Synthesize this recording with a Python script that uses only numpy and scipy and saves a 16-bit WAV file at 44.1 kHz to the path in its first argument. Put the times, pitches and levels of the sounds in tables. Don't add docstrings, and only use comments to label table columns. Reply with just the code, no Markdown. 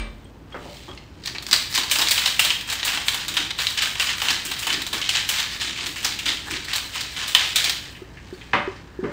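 import sys
import numpy as np
from scipy import signal
from scipy.fft import rfft, irfft
from scipy.io import wavfile

SR = 44100
rng = np.random.default_rng(int(sys.argv[2]) if len(sys.argv) > 2 else 0)


def transcribe(u):
    v = np.clip(np.atleast_2d(u).T, -1, 1)
    q = np.round(v * 32767).astype(np.int16)
    wavfile.write(sys.argv[1], SR, q)


N = 402191

# [f/Hz, relative level per Hz/dB]
TOWN_COLOUR = [(15, -33), (25, -16), (53, -10.5), (82, -4), (130, -6), (242, -13), (263, -10), (516, -19),
               (680, -23), (911, -22), (1260, -27.5), (5880, -45), (6920, -47), (16000, -60)]
TOWN_DB = -46
HUM_HZ, HUM_DB = 57.3, -48.5

# [f/Hz, level/dB, t60/s]
BLOW_MODES = [(44.6, -25.5, 0.53), (221, -39, 0.97), (324, -43, 0.45), (617, -45, 0.35), (2330, -36, 0.39),
              (3580, -48, 0.47), (4010, -51, 0.49), (4930, -53, 0.35), (6700, -54, 0.25), (8500, -48, 0.32)]

# [t of the peak/s, level/dB, hold at full level/s]
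DRINK_GLUGS = [(.57, -43, .02), (.9, -50, .01), (1.34, -47, .03), (1.53, -44, 0.011), (1.78, -42.5, 0.017),
               (1.99, -46.5, 0.048), (2.47, -48, 0.018), (2.9, -48, 0.081), (3.3, -46.5, .05),
               (3.41, -42, .01), (4.31, -45, 0.024), (4.47, -43.5, 0.033), (4.72, -39.5, 0.056),
               (4.95, -40.5, 0.014), (5.62, -49, 0.092), (5.83, -44.5, 0.053), (6.05, -48, 0.086),
               (6.27, -42, 0.045), (6.52, -39, 0.02), (7.69, -48, .02)]
GLUG_RISE_DB_PER_S, GLUG_FALL_DB_PER_S = 286, 140

# [t/s, level/dB, f/Hz, t60/s]
THIN_RINGS = [(.245, -51, 8330, 0.044), (.255, -50, 3240, .1), (.525, -38.5, 3270, 0.14),
              (0.889, -39, 3260, 0.1), (0.914, -33, 3280, 0.053), (8.34, -47, 4500, 0.12)]

# [t/s, relative level/dB, f/Hz]
CUP_TAPS = [(8.018, -30, 377), (8.326, -27.5, 370), (8.676, -19.5, 381), (8.99, -21.5, 370),
            (9.044, -20.5, 418)]

# [t/s, relative level/dB, low edge f/Hz, dull edge f/Hz, decay to 1/e/s]
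CONTACT_KNOCKS = [(0, -32.5, 300, 3400, 0.057), (0.52, -40, 300, 3000, 0.021),
                  (0.544, -27, 280, 1800, 0.029), (0.655, -34, 250, 870, 0.035),
                  (0.88, -36, 300, 1480, 0.042), (.95, -39, 2400, 8900, 0.0024),
                  (.975, -32, 2000, 4900, 0.0079), (7.949, -34.5, 1800, 3200, 0.026),
                  (8.171, -35.5, 1510, 2830, 0.018), (8.412, -33, 1700, 3500, 0.016),
                  (8.533, -9.5, 740, 2570, 0.036), (8.533, -36, 2300, 4900, 0.0072),
                  (8.536, -51, 5000, 14100, 0.0037), (8.547, -26, 910, 3500, 0.0015),
                  (8.536, -21, 89.5, 460, 0.03), (9.028, -21.5, 140, 420, 0.036),
                  (9.039, -29, 485, 2040, 0.052)]
# [f/Hz, relative level/dB, t60/s]
KNOCKED_MODES = [(588, -6.5, 0.22), (1290, -3, 0.037), (1750, -17, 0.064), (2150, -2, 0.034),
                 (3150, -5, 0.047), (4500, -14, .05)]

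# [f/Hz, relative level per Hz/dB]
WALL_COLOUR = [(240, -48), (400, -11), (570, -29.5), (935, -18), (1420, -11), (1730, -1), (2250, 2),
               (3070, -0.5), (4880, 0), (5690, -4), (8240, -7), (9760, -22.5), (12700, -28), (14500, -25.5),
               (16000, -8)]
# [f/Hz, relative level/dB, t60/s]
WALL_RINGS = [(1800, -9, 0.033), (2266, -16, 0.064), (2640, -5.5, 0.054), (3016, 4.5, 0.025),
              (3190, -9.5, 0.09), (3620, 5, 0.0094), (3950, -3.5, 0.063), (4230, -8.5, 0.058)]

# [t/s, rattle level/dB, swell/s, weight below 1.5 kHz re rattle/dB, spray level above 9 kHz/dB]
STROKE_TURNS = [(1.258, -38, .02, -9, -52), (1.525, -23.5, 0.023, -30, -33), (1.705, -36, 0.024, -20, -30),
                (1.745, -25.5, 0.053, -14, -41), (1.91, -23.5, 0.038, -18, -19.5),
                (1.985, -25, 0.057, -13, -34), (2.108, -25, 0.17, -15, -20),
                (2.256, -22.5, 0.022, -17, -28), (2.393, -24.5, .1, -16, -25),
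                (2.678, -29, 0.077, -11, -39), (2.85, -25.5, 0.1, -9.5, -25), (3.06, -30, 0.16, -10.5, -28),
                (3.28, -31, 0.033, -12, -43), (3.335, -33, 0.022, -8, -37), (3.367, -27.5, 0.05, -11, -38),
                (3.588, -24.5, 0.028, -11.5, -27), (3.668, -30.5, 0.042, -14, -30),
                (3.774, -25, .03, -13, -40), (3.82, -24, 0.027, -11, -29), (3.95, -33, 0.049, -12, -48),
                (3.998, -25, 0.11, -12.5, -26.5), (4.17, -30.5, 0.048, -11, -32),
                (4.213, -25, 0.11, -8.5, -27), (4.285, -26, 0.054, -15, -34), (4.45, -31.5, 0.11, -14, -30),
                (4.59, -33, 0.066, -13, -30), (4.667, -28, 0.097, -9.5, -37), (4.93, -29, 0.035, -7, -32),
                (5.015, -30, 0.075, -20, -52), (5.088, -27, 0.023, -27, -36),
                (5.134, -20, 0.026, -15.5, -32), (5.285, -25, 0.14, -13.5, -26),
                (5.51, -32, 0.03, -12, -38), (5.599, -25.5, 0.059, -16.5, -36),
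                (5.76, -30, 0.099, -13.5, -42), (5.845, -32.5, 0.045, -20, -34),
                (5.955, -34.5, 0.044, -14, -36), (6.041, -24, 0.017, -13.5, -40),
                (6.188, -34.5, .03, -18, -43), (6.257, -24.5, 0.039, -14.5, -34),
                (6.46, -38.5, 0.018, 0, -39), (6.5, -28.5, 0.044, -13, -42), (6.68, -28.5, 0.094, -13, -41),
                (6.845, -40, .02, -14, -41), (6.931, -29.5, 0.077, -17, -37), (7.11, -38, 0.019, -22, -40),
                (7.162, -28.5, 0.08, -11.5, -36), (7.275, -29.5, 0.027, -15, -30),
                (7.347, -25, 0.09, -11.5, -42), (7.45, -29, 0.044, -17, -34),
                (7.556, -23.5, 0.045, -16, -32), (7.64, -24, 0.048, -18, -44), (7.9, -54, .01, -18, -48)]
RISE_S, SWELL_DB, FALL_DB_PER_S, SPRAY_FALL_DB_PER_S = 0.03, 4, 105, 92
SETTLE_DB_PER_S2 = 124
LEAD_S = 0.015
USUAL_HZ, FOLLOW = 3300, 0.41

# [t/s, level/dB, weight below 1.5 kHz re level/dB, edge above 9 kHz re level/dB, brightest f/Hz]
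HELD_SHIFTS = [(.2, -63.5, -7, -4, 3000), (.45, -67, -2, -14, 2400), (.56, -54, -5, -7, 3000),
               (.77, -44.5, -35, -7, 4000), (1.12, -61.5, -1, -17, 2460), (1.24, -52, -12, -8, 4000),
               (1.45, -47.5, -8.5, -12, 3800), (7.85, -40, -14, -22, 3300), (8.0, -57.5, 0, -12, 2300),
               (8.22, -54.5, -6, -16, 2000), (8.35, -51.5, -3.5, -6, 3800), (8.5, -52.5, -9, -12, 2000),
               (8.56, -50, -1, -30, 2000), (8.75, -52, -9, -30, 2230), (8.95, -60.5, 3, -15, 2420),
               (9.07, -52, 4, -20, 1950)]

# [t/s, relative level/dB, brightest f/Hz, weight below 1.5 kHz/dB, edge above 9 kHz/dB,
# lead of the first lump/dB]
ICE_CRASHES = [(1.2374, -28, 4500, -24, -31, 2), (1.252, -26, 4100, -30, -27, 6),
               (1.2586, -16.5, 4200, -40, -24, 19), (1.2735, -13.5, 4600, -19.5, -41, 9),
               (1.3495, -18, 2150, -15, -54, -3), (1.384, -18.5, 3860, -24, -52, 26),
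               (1.4245, -25.5, 4270, -13, -18, 11), (1.4664, -18, 4750, -32, -25, 24),
               (1.4848, -24, 4910, -8, -19, 2), (1.5122, -10, 4960, -30, -26, 9),
               (1.5291, 2, 4680, -20.5, -26.5, 9), (1.7266, -19, 4640, -24, -32, 11),
               (1.741, -14.5, 4700, -20, -28, 6), (1.7493, -5.5, 4860, -31, -24, 5),
               (1.777, -7, 4180, -5, -24, 13), (1.8333, -16, 4200, -12, -25, -4),
               (1.8982, -15.5, 4240, -27, -31, 6), (1.9127, -5, 3200, -48, -17.5, -20),
               (1.9557, -10, 2880, -17, -26, -2), (1.986, -8, 5170, -6, -19, 3),
               (2.016, -7.5, 3930, -13, -21.5, -8), (2.0712, -10.5, 3800, -27, -34, 8),
               (2.0845, -8.5, 4940, -36, -22, -6), (2.1088, -2.5, 4240, -40, -19.5, -5),
               (2.1771, -4.5, 3160, -21, -30, 3), (2.2579, -3, 3950, -18.5, -27, -6),
               (2.3941, -2.5, 2850, -22, -18.5, 8), (2.4477, -6.5, 3730, -21, -19.5, -6),
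               (2.5042, -7.5, 2960, -17.5, -38, 7), (2.609, -18.5, 3000, -31, -24, -2),
               (2.6755, -29, 2960, -8, -12, 10), (2.7, -15.5, 3980, -19, -19, 8),
               (2.7266, -15, 3800, -9, -17, 17), (2.7987, -18.5, 3580, -24, -39, 6),
               (2.8303, -11.5, 3570, -19, -39, 13), (2.8497, -16, 4170, -7, -10.5, -3),
               (2.876, -8.5, 3060, -34, -38.5, 3), (2.9728, -14, 3070, -9, -38, 4),
               (3.0832, -5, 3340, -27, -26, 15.5), (3.1437, -17.5, 3820, -8, -14.5, 10),
               (3.2815, -13.5, 3750, -19, -18.5, 6), (3.34, -19.5, 3260, -28, -18, -2),
               (3.368, -4, 3400, -19.5, -32, -4), (3.505, -13.5, 3700, -21, -36, -6),
               (3.5883, -12.5, 3700, -15, -40, 8), (3.6691, -6, 3940, -57, -38, 20),
               (3.775, -8.5, 2950, -32, -31, 4), (3.8204, -7.5, 3360, -32, -24.5, 1),
               (3.9533, -18.5, 2720, -15, -36, -3), (3.998, -3.5, 2700, -20.5, -34, 8.5),
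               (4.217, -11.5, 2950, -3, -24, 3), (4.285, -6.5, 2850, -22, -34, 5),
               (4.307, -13, 5530, -30, -20.5, 10), (4.451, -29, 2900, -26, -4, 4),
               (4.513, -14.5, 3300, -14, -22, -1), (4.591, -24, 4000, -26, -10.5, -2),
               (4.627, -14.5, 2950, -23, -23, 0), (4.6678, -10.5, 2900, -7, -20.5, 1),
               (4.7035, -13, 3190, -23, -27, 8), (4.728, -11, 3900, -28, -27, 7),
               (4.818, -16, 3920, -36, -22, -1), (4.866, -15.5, 3840, -17, -21, 4),
               (4.9298, -12.5, 3620, 4, -23, 7), (5.015, -11.5, 3300, -36, -41, -1),
               (5.091, -3, 3300, -64, -30, 9), (5.29, -8, 3020, -46, -16.5, -1),
               (5.3994, -14, 3700, -22, -21, 6), (5.6127, -15.5, 3520, -30, -27, 9),
               (5.76, -20, 2140, -30, -41, 8), (5.7864, -22.5, 3050, -10, -40.5, 2),
               (5.8667, -17.5, 4230, -13, -22, 13), (5.959, -18.5, 2100, -17, -33, 1),
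               (6.0292, -22.5, 3030, -17, -18, 8), (6.0457, -5, 5530, -19.5, -25, -3),
               (6.1891, -14, 3000, -27, -25, -5), (6.2572, -11, 3040, -26, -29, -1),
               (6.284, -11, 3660, -28, -36, 3), (6.5094, -13.5, 1740, -35, -26, 5),
               (6.563, -15, 3770, -32, -56, -1), (6.646, -22, 4080, -24, -22, 2),
               (6.6836, -19.5, 1960, -34, -39, 16), (6.7337, -12.5, 3960, -17, -23, 9),
               (6.759, -13.5, 3970, -17, -15.5, 4), (6.933, -25.5, 3030, -30, -34, -6),
               (6.954, -16.5, 2380, -5, -24, 0), (7.008, -15.5, 4700, -19, -22, 5),
               (7.1644, -20, 3220, -27, -40, 5), (7.279, -16.5, 3950, -33, -18, -3),
               (7.3494, 1, 3220, -17, -29, 15.5), (7.5588, -0.5, 3740, -41, -22.5, 12),
               (7.6415, -7.5, 4100, -23, -21, -5), (7.6943, -6.5, 3910, -29, -24, -8)]
USUAL_WEIGHT_DB, USUAL_EDGE_DB = -34.5, -33.5

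# [f/Hz, t60/s]
KITCHEN_DECAY = [(200, 0.66), (1500, 0.46), (4000, 0.51), (9000, 0.4), (16000, 0.61)]
STROKES_PER_S = 2.2
CUTOFF_HZ = 15980


def amp(db):
    return 10 ** (np.asarray(db) / 20)


def rms_one(x):
    return x / np.sqrt(np.mean(x ** 2) + 1e-20)


def in_time(rows):
    s, *columns = np.transpose(rows)
    return [np.interp(np.arange(N) / SR, s, column) for column in columns]


def at_hz(points, hz):
    table_hz, value = np.transpose(points)
    return np.interp(np.log(np.maximum(hz, 1)), np.log(table_hz), value)


def ring(clicks, hz, t60):
    r, w = amp(-60 / (t60 * SR)), 2 * np.pi * hz / SR
    tiny = 1e-18
    return signal.lfilter([0, np.sin(w)], [1, -2 * r * np.cos(w), r * r], clicks + tiny)


def town():
    colour = amp(at_hz(TOWN_COLOUR, np.fft.rfftfreq(N, 1 / SR)))
    noise = irfft(rfft(rng.standard_normal(N)) * colour, N)
    hum = np.sin(2 * np.pi * HUM_HZ * np.arange(N) / SR)
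    return amp(TOWN_DB) * rms_one(noise) + amp(HUM_DB) * hum


def last_blow():
    t = np.arange(N) / SR
    return sum(amp(db - 60 * t / t60) * np.cos(2 * np.pi * hz * t) for hz, db, t60 in BLOW_MODES)


def glug(hz, t60):
    s, peak_db, hold_s = np.transpose(DRINK_GLUGS)[:, :, None]
    t = np.arange(N) / SR - s
    rise_db = GLUG_RISE_DB_PER_S * np.minimum(t, 0)
    fall_db = GLUG_FALL_DB_PER_S * np.maximum(t - hold_s, 0)
    level_db = peak_db + rise_db - fall_db
    air = ring(ring(rng.standard_normal(N), hz, t60), hz, t60)
    return amp(level_db.max(axis=0)) * rms_one(air)


def tinks():
    out = np.zeros(N)
    for s, level_db, hz, t60 in THIN_RINGS:
        click = amp(level_db) * (np.arange(N) == int(s * SR))
        out += ring(click, hz, t60)
    return out


def taps(push_s, t60):
    out = np.zeros(N)
    for s, level_db, hz in CUP_TAPS:
        click = amp(level_db) * (np.arange(N) == int(s * SR))
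        push = ring(click, hz, push_s)
        out += ring(push, hz, t60) * 16 / (push_s * SR)
    return out


def knocks():
    force = np.zeros(N + SR)
    t = np.arange(SR // 4) / SR
    for s, level_db, low_hz, dull_hz, length in CONTACT_KNOCKS:
        scuff = rng.standard_normal(len(t)) * np.exp(-t / length)
        band = signal.butter(3, [low_hz, dull_hz], "band", fs=SR, output="sos")
        level = amp(level_db) * np.sqrt(6000 / (dull_hz - low_hz))
        start = int(s * SR)
        force[start:start + len(t)] += level * signal.sosfilt(band, scuff)
    force = force[:N]
    rung = sum(amp(db) * ring(force, hz, t60) for hz, db, t60 in KNOCKED_MODES)
    return force + amp(-38.0) * rung


def weight(hz):
    return np.clip(np.log2(2000 / hz), 0, 1)


def edge(hz):
    return np.clip(np.log2(hz / 6500), 0, 1)


def focus(hz, bright_hz, focus_db):
    return focus_db * np.exp(-(np.log2(hz / bright_hz) / 0.32) ** 2)


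def shell_modes(cycles):
    hz = np.geomspace(450, 15700, 46)
    t60 = cycles / hz / (1 + 1.23 * edge(hz))
    spacing_db = 10 * np.log10(hz / 3000)
    decay_db = 10 * np.log10(t60 * 100)
    level_db = at_hz(WALL_COLOUR, hz) + spacing_db - decay_db
    return list(zip(hz, level_db, t60)) + [(f, level - 8.0, t) for f, level, t in WALL_RINGS]


def surges(s, peak_db, swell_s, swell_db, fall_db_per_s):
    step = 64
    t = np.arange(0, N, step)[:, None] / SR - (s - LEAD_S)
    swell_s = np.maximum(swell_s, .001)
    after = np.maximum(t - swell_s, 0)
    swell = -swell_db * np.clip(1 - t / swell_s, 0, 1)
    fall = -fall_db_per_s * after - SETTLE_DB_PER_S2 * after ** 2
    jump = 20 * np.log10(np.clip(t / RISE_S, 1e-4, 1))
    level = peak_db + swell + fall + jump
    return np.repeat(level.max(axis=1), step)[:N], np.repeat(level.argmax(axis=1), step)[:N]


def rattle(per_s, uneven_db, spray):
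    s, peak_db, swell_s, weight_db, spray_db = np.transpose(STROKE_TURNS)
    level_db, turn = surges(s, peak_db, swell_s, SWELL_DB, FALL_DB_PER_S)
    top_db, _ = surges(s, spray_db, 0 * s, 0, SPRAY_FALL_DB_PER_S)
    held_db, held_weight_db, held_edge_db, held_hz = in_time(HELD_SHIFTS)

    at = np.flatnonzero(rng.random(N) < per_s / SR)
    crash_s, _, crash_hz = np.transpose(ICE_CRASHES)[:3]
    last = np.maximum(np.searchsorted(crash_s, at / SR) - 1, 0)
    shaken_hz = USUAL_HZ * (crash_hz[last] / USUAL_HZ) ** FOLLOW
    bright_hz = np.where((level_db > held_db)[at], shaken_hz, held_hz[at])
    size = amp(uneven_db * np.minimum(rng.exponential(1, len(at)), 4))
    hiss = spray * rng.standard_normal(N)

    low, body, top = np.zeros((3, N))
    for hz, mode_db, t60 in shell_modes(cycles=61):
        clicks = edge(hz) * hiss
        strike = size * rng.standard_normal(len(at))
        clicks[at] += strike * amp(focus(hz, bright_hz, focus_db=4.0))
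        rung = amp(mode_db) * ring(clicks, hz, t60)
        low += weight(hz) * rung
        body += (1 - edge(hz) - weight(hz)) * rung
        top += edge(hz) * rung

    body_db = np.maximum(level_db, held_db)
    low_db = np.maximum(level_db + weight_db[turn], held_db + held_weight_db)
    top_db = np.maximum(top_db, held_db + held_edge_db)
    return amp(body_db) * rms_one(body) + amp(low_db) * rms_one(low) + amp(top_db) * rms_one(top)


def crashes(spread_s, splash_s, splash_db, count=20):
    s, peak_db, bright_hz, weight_db, edge_db, lead_db = np.transpose(ICE_CRASHES)
    order = rng.exponential(1, (len(s), count)) * (np.arange(count) > 0)
    spread = spread_s * amp(.3 * peak_db)
    at = np.minimum(((s[:, None] + order * spread[:, None]) * SR).astype(int), N - 1)
    size = amp(rng.normal(0, 0.97, at.shape) - 0.6 * order)
    size[:, 0] = amp(lead_db)
    size /= np.sqrt(np.mean(size ** 2, axis=1, keepdims=True))

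    starts = np.zeros(N)
    starts[at[:, 0]] = amp(peak_db + edge_db - USUAL_EDGE_DB + splash_db)
    fade = signal.lfilter([1], [1, -np.exp(-1 / (splash_s * SR))], starts + 1e-18)
    splash = fade * rng.standard_normal(N)

    thud_db = np.minimum(weight_db, -9) - USUAL_WEIGHT_DB
    sharp_db = edge_db - USUAL_EDGE_DB - 0.5
    out = np.zeros(N)
    for hz, level_db, t60 in shell_modes(cycles=56):
        clicks = amp(level_db) * edge(hz) * splash
        tilt_db = thud_db * weight(hz) + sharp_db * edge(hz)
        level = amp(peak_db + focus(hz, bright_hz, focus_db=9.5) + tilt_db + level_db)
        np.add.at(clicks, at, level[:, None] * size * rng.standard_normal(at.shape))
        out += ring(clicks, hz, t60)
    return amp(-28) * out


def kitchen(x, first_s):
    t = np.arange(SR) / SR
    edges = 90 * 2 ** np.arange(0, 8, .5)
    echoes = 0
    for low, high in zip(edges, edges[1:]):
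        band_filter = signal.butter(2, [low, high], "band", fs=SR, output="sos")
        band = signal.sosfilt(band_filter, rng.standard_normal(SR))
        echoes = echoes + band * amp(-60 * t / at_hz(KITCHEN_DECAY, np.sqrt(low * high)))
    echoes = echoes * np.clip(t / first_s - 1, 0, 1)
    return signal.fftconvolve(x, echoes / np.sqrt(np.sum(echoes ** 2)))[:N]


def scene():
    ice = crashes(spread_s=.009, splash_s=0.016, splash_db=-9.5) + rattle(per_s=1200, uneven_db=2.5, spray=0.37)
    ice = signal.sosfilt(signal.butter(3, 600, "high", fs=SR, output="sos"), ice)
    ice = signal.sosfilt(signal.butter(1, 10500, fs=SR, output="sos"), ice)
    near = ice + knocks()
    hollow = taps(push_s=0.0049, t60=0.083) + tinks()
    send = near + amp(-12) * hollow
    swing = np.pi * STROKES_PER_S * np.arange(N) / SR
    one_place = kitchen(send * np.cos(swing), first_s=0.0051)
    other_place = kitchen(send * np.abs(np.sin(swing)), first_s=0.011)
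    room = amp(-8.0) * (one_place + other_place)
    return (near + hollow + room + glug(hz=319, t60=0.015) + last_blow() + town())[None]


def record(dry):
    hiss = signal.sosfilt(signal.butter(6, 13800, "high", fs=SR, output="sos"), rng.standard_normal(N))
    dry = dry + amp(-67) * hiss
    rounded = 1.218 * np.tanh(dry / 1.056)
    return signal.sosfilt(signal.cheby2(20, 60, CUTOFF_HZ, fs=SR, output="sos"), rounded)


dry = scene()
out = record(dry)
transcribe(out)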